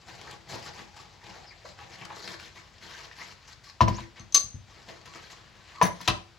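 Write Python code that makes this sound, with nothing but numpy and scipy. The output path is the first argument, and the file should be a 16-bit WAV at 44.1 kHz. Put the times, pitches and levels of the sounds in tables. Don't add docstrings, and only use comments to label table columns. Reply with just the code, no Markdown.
import sys
import numpy as np
from scipy import signal
from scipy.fft import rfft, irfft
from scipy.io import wavfile

SR = 44100
rng = np.random.default_rng(int(sys.argv[2]) if len(sys.argv) > 2 else 0)


def waveform_to_disk(signal):
    frames = np.transpose(np.atleast_2d(signal))
    scaled = np.clip(frames, -1, 1) * 32767
    samples = np.round(scaled).astype(np.int16)
    wavfile.write(sys.argv[1], SR, samples)


N = 281358
TIME = np.arange(N) / SR


def sponge(patchy_db, judder_db, fizz_growth, body_db, rub_db, hiss_db, fizz_db, suds_db):
    # frequency in Hz, relative level in dB per Hz.
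    sponge_spectrum = [(90, 0.5), (190, -4.5), (260, -16.5), (480, -0.5), (800, 18), (1250, 14), (1800, 21),
                       (4400, 14), (7500, 5.5), (11000, -17.5), (16000, -41)]
    # time in seconds, relative level in dB.
    body_levels = [(.1, -4.5), (.55, -0.5), (1.0, -7), (1.35, -4.5), (2.3, -7), (3.3, -12), (3.68, -30),
                   (4.0, -11.5), (4.9, -3), (5.8, -10.5)]
    # frequency in Hz, relative level in dB.
    fizz_spectrum = [(5000, -22), (11000, 0.5), (16000, -14)]
    level, hiss = scrubbing()
    body = np.interp(TIME, *np.transpose(body_levels))
    judder = judder_db * drift(70)
    foam = [coloured(grains(3500, 2.85), sponge_spectrum) for _ in range(2)]

    def zone(low_hz, high_hz, count):
        edges = np.geomspace(low_hz, high_hz, count + 1)
        total = 0
        for k in range(count):
            patch = band(foam[k % 2], edges[k], edges[k + 1])
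            total = total + patch * from_db(patchy_db * drift(50))
        return rms_one(total)

    low = from_db(body + body_db) * zone(109, 406, count=3)
    rub = from_db(rub_db) * zone(388, 4090, count=8)
    high = from_db(hiss + hiss_db) * zone(3970, 8070, count=4)
    fizz_level = hiss + fizz_db + fizz_growth * (level - level.max())
    fizz = from_db(fizz_level) * coloured(grains(2700, 2.2), fizz_spectrum)
    suds = bubbles(per_s=220, low_hz=928.3, high_hz=5940, cycles=46, rise=0.13, spread_db=17)
    return from_db(level + judder) * (low + hollow() + rub + high + fizz + from_db(suds_db) * suds)


def scrubbing():
    # start in seconds, length of the push in seconds,
    # rubbing level in dB, foam hiss relative to it in dB.
    strokes = [(.055, 0.12, -49.5, -5), (.172, 0.17, -50.5, -6.5), (0.476, 0.075, -43, -3),
               (.615, 0.045, -48.5, -2), (.715, 0.11, -50, -5.5), (0.954, 0.048, -49, -5),
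               (1.22, 0.18, -50.5, -8.5), (1.435, 0.025, -59.5, -21), (1.635, 0.056, -56.5, -1),
               (1.768, 0.067, -48, -10.5), (1.885, 0.078, -51.5, -6), (1.97, 0.16, -47.5, -11.5),
               (2.135, .09, -48, -0.5), (2.228, 0.091, -42, -5), (2.375, 0.084, -50, -3.5),
               (2.542, 0.037, -48.5, -6), (2.8, 0.2, -46, -7), (3.018, 0.037, -47.5, -7),
               (3.143, 0.16, -48, -4.5), (3.462, 0.052, -53, -2), (3.628, 0.055, -52.5, -0.5),
               (3.89, 0.14, -48, -8), (4.145, 0.05, -51, -12), (4.67, 0.23, -58.5, -5.5),
               (4.88, 0.032, -46.5, -7.5), (5.052, 0.02, -49, -6), (5.118, 0.14, -50.5, -5.5),
               (5.293, 0.027, -48.5, -4), (5.35, 0.24, -57.5, -22), (5.655, 0.35, -52.5, -8),
               (5.975, .09, -49, -4.5)]
    # start in seconds, end in seconds, rubbing level in dB.
    contacts = [(0, 3.55, -60.5), (0.469, 0.857, -59), (4.66, 5.8, -60.5)]
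    contact_hiss_db, contact_fade_s = -5.5, 0.013
    resting = 0
    for start, end, db in contacts:
        fade = np.clip(np.minimum(TIME - start, end - TIME) / contact_fade_s, 0, 1)
        resting = resting + from_db(db) * fade
    rub = resting ** 2 + 1e-12
    hiss = rub * from_db(contact_hiss_db) ** 2
    for s, length, db, hiss_db in strokes:
        power = (from_db(db) * push(s, length)) ** 2
        rub = rub + power
        hiss = hiss + power * from_db(hiss_db) ** 2
    return 10 * np.log10(rub), 10 * np.log10(hiss / rub)


def push(start, length):
    attack_s = min(0.03, 0.39 * length)
    sag_db_per_s, release_db_per_s = 4, 221.5
    t = np.maximum(TIME - start, 0)
    rise = np.sin(np.pi / 2 * np.minimum(t / attack_s, 1)) ** 2
    fall_db = sag_db_per_s * t + release_db_per_s * np.maximum(t - length, 0)
    return rise * from_db(-np.minimum(fall_db, 200))


def hollow():
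    # time in seconds, relative level in dB.
    ring_levels = [(.6, -12), (.85, -8), (1.8, -6), (2.6, -32), (3.6, -45)]
    centre_hz, half_width_hz = 792, 47
    wander = 0.041
    hz = centre_hz * (1 + wander * drift(7.2))
    flutter = signal.lfilter(*signal.butter(2, half_width_hz, fs=SR), rng.standard_normal((2, N)))
    ring = np.real((flutter[0] + 1j * flutter[1]) * np.exp(2j * np.pi * np.cumsum(hz) / SR))
    return from_db(np.interp(TIME, *np.transpose(ring_levels))) * rms_one(ring)


def bubbles(per_s, low_hz, high_hz, cycles, rise, spread_db):
    out, t = np.zeros(N + SR), TIME[:SR // 25]
    for when, pitch, size in rng.random((int(per_s * N / SR), 3)):
        hz = low_hz * (high_hz / low_hz) ** pitch
        t60 = cycles / hz
        glide = hz * (1 + rise * np.minimum(t / t60, 1))
        pop = np.sin(2 * np.pi * np.cumsum(glide) / SR) * decay(t, t60)
        start = int(when * N)
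        out[start:start + len(t)] += from_db(spread_db * size) * pop
    return rms_one(out[:N])


def squelches(width):
    # start in seconds, length in seconds,
    # start pitch in Hz, end pitch in Hz, level in dB.
    pockets = [(0.273, 0.013, 2180, 1610, -47.5), (1.447, 0.089, 5490, 4350, -57),
               (1.505, 0.03, 2400, 1755, -53.5), (1.646, 0.012, 570, 485, -47.5),
               (2.098, 0.017, 1198, 840, -43.5), (2.561, 0.036, 1937, 2246, -53),
               (2.94, 0.037, 1523, 2000, -51), (3.112, 0.0093, 1810, 1960, -49),
               (3.179, 0.063, 1526, 2440, -48), (3.938, 0.043, 4710, 7500, -49.5),
               (5.739, 0.12, 1237, 990, -50), (5.996, 0.08, 2560, 2430, -64)]
    out = np.zeros(N)
    for s, length, start_hz, end_hz, db in pockets:
        count = int(length * SR)
        hz = np.geomspace(start_hz, end_hz, count)
        soft = signal.butter(2, width * start_hz, fs=SR)
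        flutter = signal.lfilter(*soft, rng.standard_normal((2, SR // 4)))[:, -count:]
        tone = np.real((flutter[0] + 1j * flutter[1]) * np.exp(2j * np.pi * np.cumsum(hz) / SR))
        add(out, s, from_db(db) * rms_one(tone * signal.windows.tukey(count, .7)))
    return out


def snaps(t60):
    # start in seconds, peak level in dB, centre frequency in Hz.
    ticks = [(0.2137, -34.5, 2850), (.311, -36, 4000), (0.531, -31.5, 487), (1.654, -36.5, 594),
             (1.789, -37.5, 1600), (2.052, -29.5, 3640), (2.104, -34, 1050), (2.167, -35, 695),
             (2.276, -29, 2110), (3.113, -37.5, 1420), (4.005, -38, 2900), (5.058, -46, 3950),
             (5.1369, -38, 1830)]
    out, t = np.zeros(N), TIME[:SR // 10]
    for s, db, hz in ticks:
        tick = band(rng.standard_normal(len(t)) * decay(t, t60), hz / 2, hz * 2)
        add(out, s, from_db(db) * tick / np.abs(tick).max())
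    return out


def board():
    # start in seconds, level in dB, contact brightness in Hz.
    knocks = [(3.8068, -2.5, 1670), (3.8128, -7, 4140), (3.877, -19.5, 2500), (3.882, -16.5, 5940),
              (3.985, -26.5, 1320), (5.8142, -3.5, 2360), (5.8212, -7.5, 1320), (6.0044, -31, 2980),
              (6.078, -18, 2980)]
    # frequency in Hz, level in dB, t60 in seconds.
    modes = [(697, -30, .06), (790, -24, 0.054), (997, -23.5, 0.078), (1038, -27, .1), (994, -4, 0.04),
             (1085, -21, 0.04), (1770, -14.5, 0.024), (2240, -4.5, 0.0048), (5800, -8, 0.0088)]
    # frequency in Hz, relative level in dB.
    crack = [(200, -22), (700, 4), (1100, -7.5), (2500, -6.5), (5500, -5.5), (9000, -18), (16000, -2.5)]
    return strikes(knocks, modes, split=0.011) + cracks(knocks, crack, level_db=-10.0, t60=0.11)


def worktop():
    # start in seconds, level in dB, contact brightness in Hz.
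    thumps = [(3.814, -15.5, 175), (3.885, -23, 178), (4.005, -39.5, 167), (4.2, -42.5, 135),
              (4.44, -39.5, 85), (4.543, -34.5, 99), (5.828, -33, 200), (6.083, -27, 182)]
    # frequency in Hz, level in dB, t60 in seconds.
    modes = [(53, -9.5, 0.37), (83.8, -1.5, 0.16), (95.5, -3.5, 0.33), (115.3, 5.5, 0.14), (163, -5, 0.16),
             (202.4, -1.5, 0.22), (252, -12, 0.065), (339, -9, 0.55)]
    # frequency in Hz, relative level in dB.
    crack = [(100, -3), (250, -2), (450, -7), (800, 2), (2000, -26)]
    return strikes(thumps, modes, split=0.016) + cracks(thumps, crack, level_db=2.5, t60=0.15)


def fork():
    # start in seconds, level in dB, contact brightness in Hz.
    clinks = [(4.196, -43.5, 4800), (4.324, -41, 8500), (4.3447, -18, 10800), (4.348, -12.5, 9900)]
    # frequency in Hz, level in dB.
    modes = [(1140, -17.5), (3908, -38.5), (4110, -15), (4168, -13.5), (4310, -10), (4550, -28.5),
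             (5150, -22.5), (5905, -19.5), (6170, -0.5), (6225, 2), (6310, -4.5), (6390, -25), (6643, -16),
             (6820, -21.5), (8020, -15.5), (8600, -15), (9480, -20), (11500, -20.5), (14530, -25)]
    # frequency in Hz, relative level in dB.
    crack = [(400, -10), (1500, -8.5), (2600, -2.5), (4700, 8), (7000, -8), (8800, -13.5), (10000, -16.5),
             (11500, -6), (16000, -18)]
    ring = strikes(clinks, damped(modes, t60=0.18), split=0.003)
    return ring + cracks(clinks, crack, level_db=-6.5, t60=0.097)


def cutlery():
    # start in seconds, level in dB, contact brightness in Hz.
    chatter = [(5.825, -21.5, 11800), (5.831, -21.5, 11900), (5.841, -31, 9000), (5.852, -26.5, 12200),
               (5.865, -29, 12000), (6.012, -39, 14400), (6.0803, -24.5, 7500)]
    # frequency in Hz, level in dB.
    modes = [(175, -2.5), (608, -31), (689, -11.5), (1680, -11.5), (1880, -11), (2050, -10.5),
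             (3133, -21.5), (3741, -16), (4404, -12), (4650, -18), (5464, -15), (5879, -12), (6126, -6.5),
             (6266, -31), (7321, -20), (8253, -20), (9900, -17), (10300, -9.5), (10920, -11.5),
             (12200, -11), (12800, -10), (15700, -15)]
    # frequency in Hz, relative level in dB.
    crack = [(250, 4), (500, 5.5), (1800, 1.5), (7000, -12.5), (16000, -27)]
    ring = strikes(chatter, damped(modes, t60=0.097), split=0.00815)
    return ring + cracks(chatter, crack, level_db=-6.5, t60=0.097)


def handle():
    # start in seconds, level in dB, contact brightness in Hz.
    slaps = [(6.0766, -13, 9100), (6.0803, -13.5, 12000), (6.0835, -16.5, 7000), (6.1, -21.5, 6000)]
    # frequency in Hz, level in dB.
    modes = [(738, -17), (1044, -12), (1249, -15.5), (2024, -16), (2633, -8.5), (3133, -10.5), (4161, -14),
             (5900, -20), (10700, -22), (14300, -26)]
    # frequency in Hz, relative level in dB.
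    crack = [(200, 4), (1100, 12.5), (1900, 7), (2900, 19), (6000, 7), (10000, -6), (16000, -4)]
    ring = strikes(slaps, damped(modes, t60=0.078), split=0.014)
    return ring + cracks(slaps, crack, level_db=-5.5, t60=0.058)


def damped(modes, t60):
    return [(hz, db, t60) for hz, db in modes]


def strikes(blows, modes, split):
    out, t = np.zeros(N), TIME[:SR // 2]
    hz, mode_db, t60 = np.transpose(modes)[:, :, None]
    for s, db, bright_hz in blows:
        gain = from_db(db + mode_db + rng.standard_normal(hz.shape)) / np.hypot(1, (hz / bright_hz) ** 2)
        detunes = split * rng.standard_normal((3, *hz.shape))
        swing = np.mean(np.sin(2 * np.pi * hz * (1 + detunes) * t), axis=0)
        onset = 1 - np.exp(-2 * hz * t)
        add(out, s, np.sum(gain * swing * onset * decay(t, t60), axis=0))
    return out


def cracks(blows, spectrum, level_db, t60):
    out, t = np.zeros(N), TIME[:SR // 4]
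    for s, db, bright_hz in blows:
        burst = coloured(rng.standard_normal(len(t)), spectrum) * decay(t, t60)
        soft = signal.butter(2, min(bright_hz, SR / 2 - 1000), fs=SR)
        add(out, s, from_db(db + level_db) * signal.lfilter(*soft, burst))
    return out


def kitchen(x, send, width, first_echo_s):
    # frequency in Hz, level in dB, t60 in seconds.
    echo_bands = [(60, -24, 0.12), (288, -0.5, 0.33), (946, -3.5, 0.29), (3124, -9.5, 0.27),
                  (6370, -10, 0.36), (15000, -24.5, 0.18)]
    # frequency in Hz, level in dB, t60 in seconds.
    standing_modes = [(95.7, -7, 0.49), (332, -0.5, 0.15)]
    t, echo = TIME[:SR // 2], 0
    edges = 40 * 2.0 ** np.arange(10)
    white = rng.standard_normal((2, 2, len(t)))
    for k, (low, high) in enumerate(zip(edges, edges[1:])):
        hz = np.sqrt(low * high)
        envelope = decay(t, at_hz(echo_bands, hz, order=2)) * np.clip(t / first_echo_s - 1, 0, 1)
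        tail = white[k % 2] * envelope / np.linalg.norm(envelope)
        echo = echo + from_db(at_hz(echo_bands, hz)) * band(tail, low, high)
    standing = 0
    for hz, db, t60 in standing_modes:
        fall = decay(t, t60)
        standing = standing + 2 * from_db(db) * np.cos(2 * np.pi * hz * t) * fall / fall.sum()
    ports = echo[0] + standing + width * echo[1] * [[1], [-1]]
    return x + signal.fftconvolve(send[None], ports, axes=1)[:, :N]


def room_tone(level_db, width):
    # frequency in Hz, relative level in dB per Hz.
    air_spectrum = [(25, -6), (55, 0), (97, 0.5), (270, -16), (800, -14.5), (4700, -20), (7500, -29.5),
                    (9500, -38), (16000, -46)]
    mid, side = [coloured(rng.standard_normal(N), air_spectrum) for _ in range(2)]
    return from_db(level_db) * (mid + width * side * [[1], [-1]])


def at_ports(x, ports):
    hz = np.fft.rfftfreq(N, 1 / SR)
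    half = from_db(at_hz(ports, hz) / 2) * np.exp(.5j * at_hz(ports, hz, order=2))
    return irfft(rfft(x) * np.array([half, 1 / half]), N)


def from_db(db):
    return 10 ** (np.asarray(db) / 20)


def rms_one(x):
    return x / np.sqrt(np.mean(x ** 2) + 1e-20)


def at_hz(rows, hz, order=1):
    rows = np.array(rows)
    return np.interp(np.log(np.maximum(hz, 1)), np.log(rows[:, 0]), rows[:, order])


def coloured(x, spectrum):
    gain = from_db(at_hz(spectrum, np.fft.rfftfreq(len(x), 1 / SR)))
    return rms_one(irfft(rfft(x) * gain, len(x)))


def band(x, low_hz, high_hz):
    edges = [low_hz, min(high_hz, SR / 2 - 1000)]
    return signal.sosfilt(signal.butter(2, edges, "band", fs=SR, output="sos"), x)


def drift(rate):
    knots = rng.standard_normal(4000)
    return rms_one(np.interp(TIME * rate, np.arange(len(knots)), knots))


def grains(per_s, spread_db):
    sizes = from_db(spread_db * np.minimum(rng.exponential(1, N), 5)) * rng.choice([-1, 1], N)
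    return rms_one(sizes * (rng.random(N) < per_s / SR))


def add(out, s, sound):
    start = round(s * SR)
    out[start:start + len(sound)] += sound[:N - start]


def decay(t, t60):
    return np.exp(-np.log(1000) * t / t60)


def scene():
    # frequency in Hz, left minus right in dB, left lead in radians.
    board_place = [(590, 1.5, 0), (1000, 4, .6), (2540, -1.5, 1), (6660, -2, 0.47)]
    washing = sponge(patchy_db=2.5, judder_db=2.0, fizz_growth=0.26, body_db=-1.5, rub_db=-4.5,
                     hiss_db=-0.15, fizz_db=-14.5, suds_db=-9.0)
    washing = washing + squelches(width=0.052) + snaps(t60=0.026)
    knocking = board()
    ringing = worktop() + fork() + cutlery() + handle()
    send = from_db(1.0) * washing + ringing + from_db(-4.5) * knocking
    direct = washing + ringing + at_ports(knocking, board_place)
    return kitchen(direct, send, width=1.0, first_echo_s=0.0014) + room_tone(level_db=-57.0, width=0.34)


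def record(dry):
    # frequency in Hz, left minus right in dB, left lead in radians.
    port_balance = [(60, 3.5, 0), (180, 5.5, 0), (700, .7, 0), (1400, 2, 0), (5500, 6.5, 0), (7500, 2, 0),
                    (9000, 0, -3.1), (11200, 0, -6.3), (15000, 0, -12.5)]
    low_cut_hz, cutoff_hz = 40, 15900
    heard = at_ports(dry, port_balance)
    heard = signal.sosfilt(signal.butter(3, low_cut_hz, "high", fs=SR, output="sos"), heard)
    heard = heard / (1 + (heard / .75) ** 6) ** (1 / 6)
    return signal.sosfilt(signal.ellip(10, .1, 80, cutoff_hz, fs=SR, output="sos"), heard)


dry = scene()
out = record(dry)
waveform_to_disk(out)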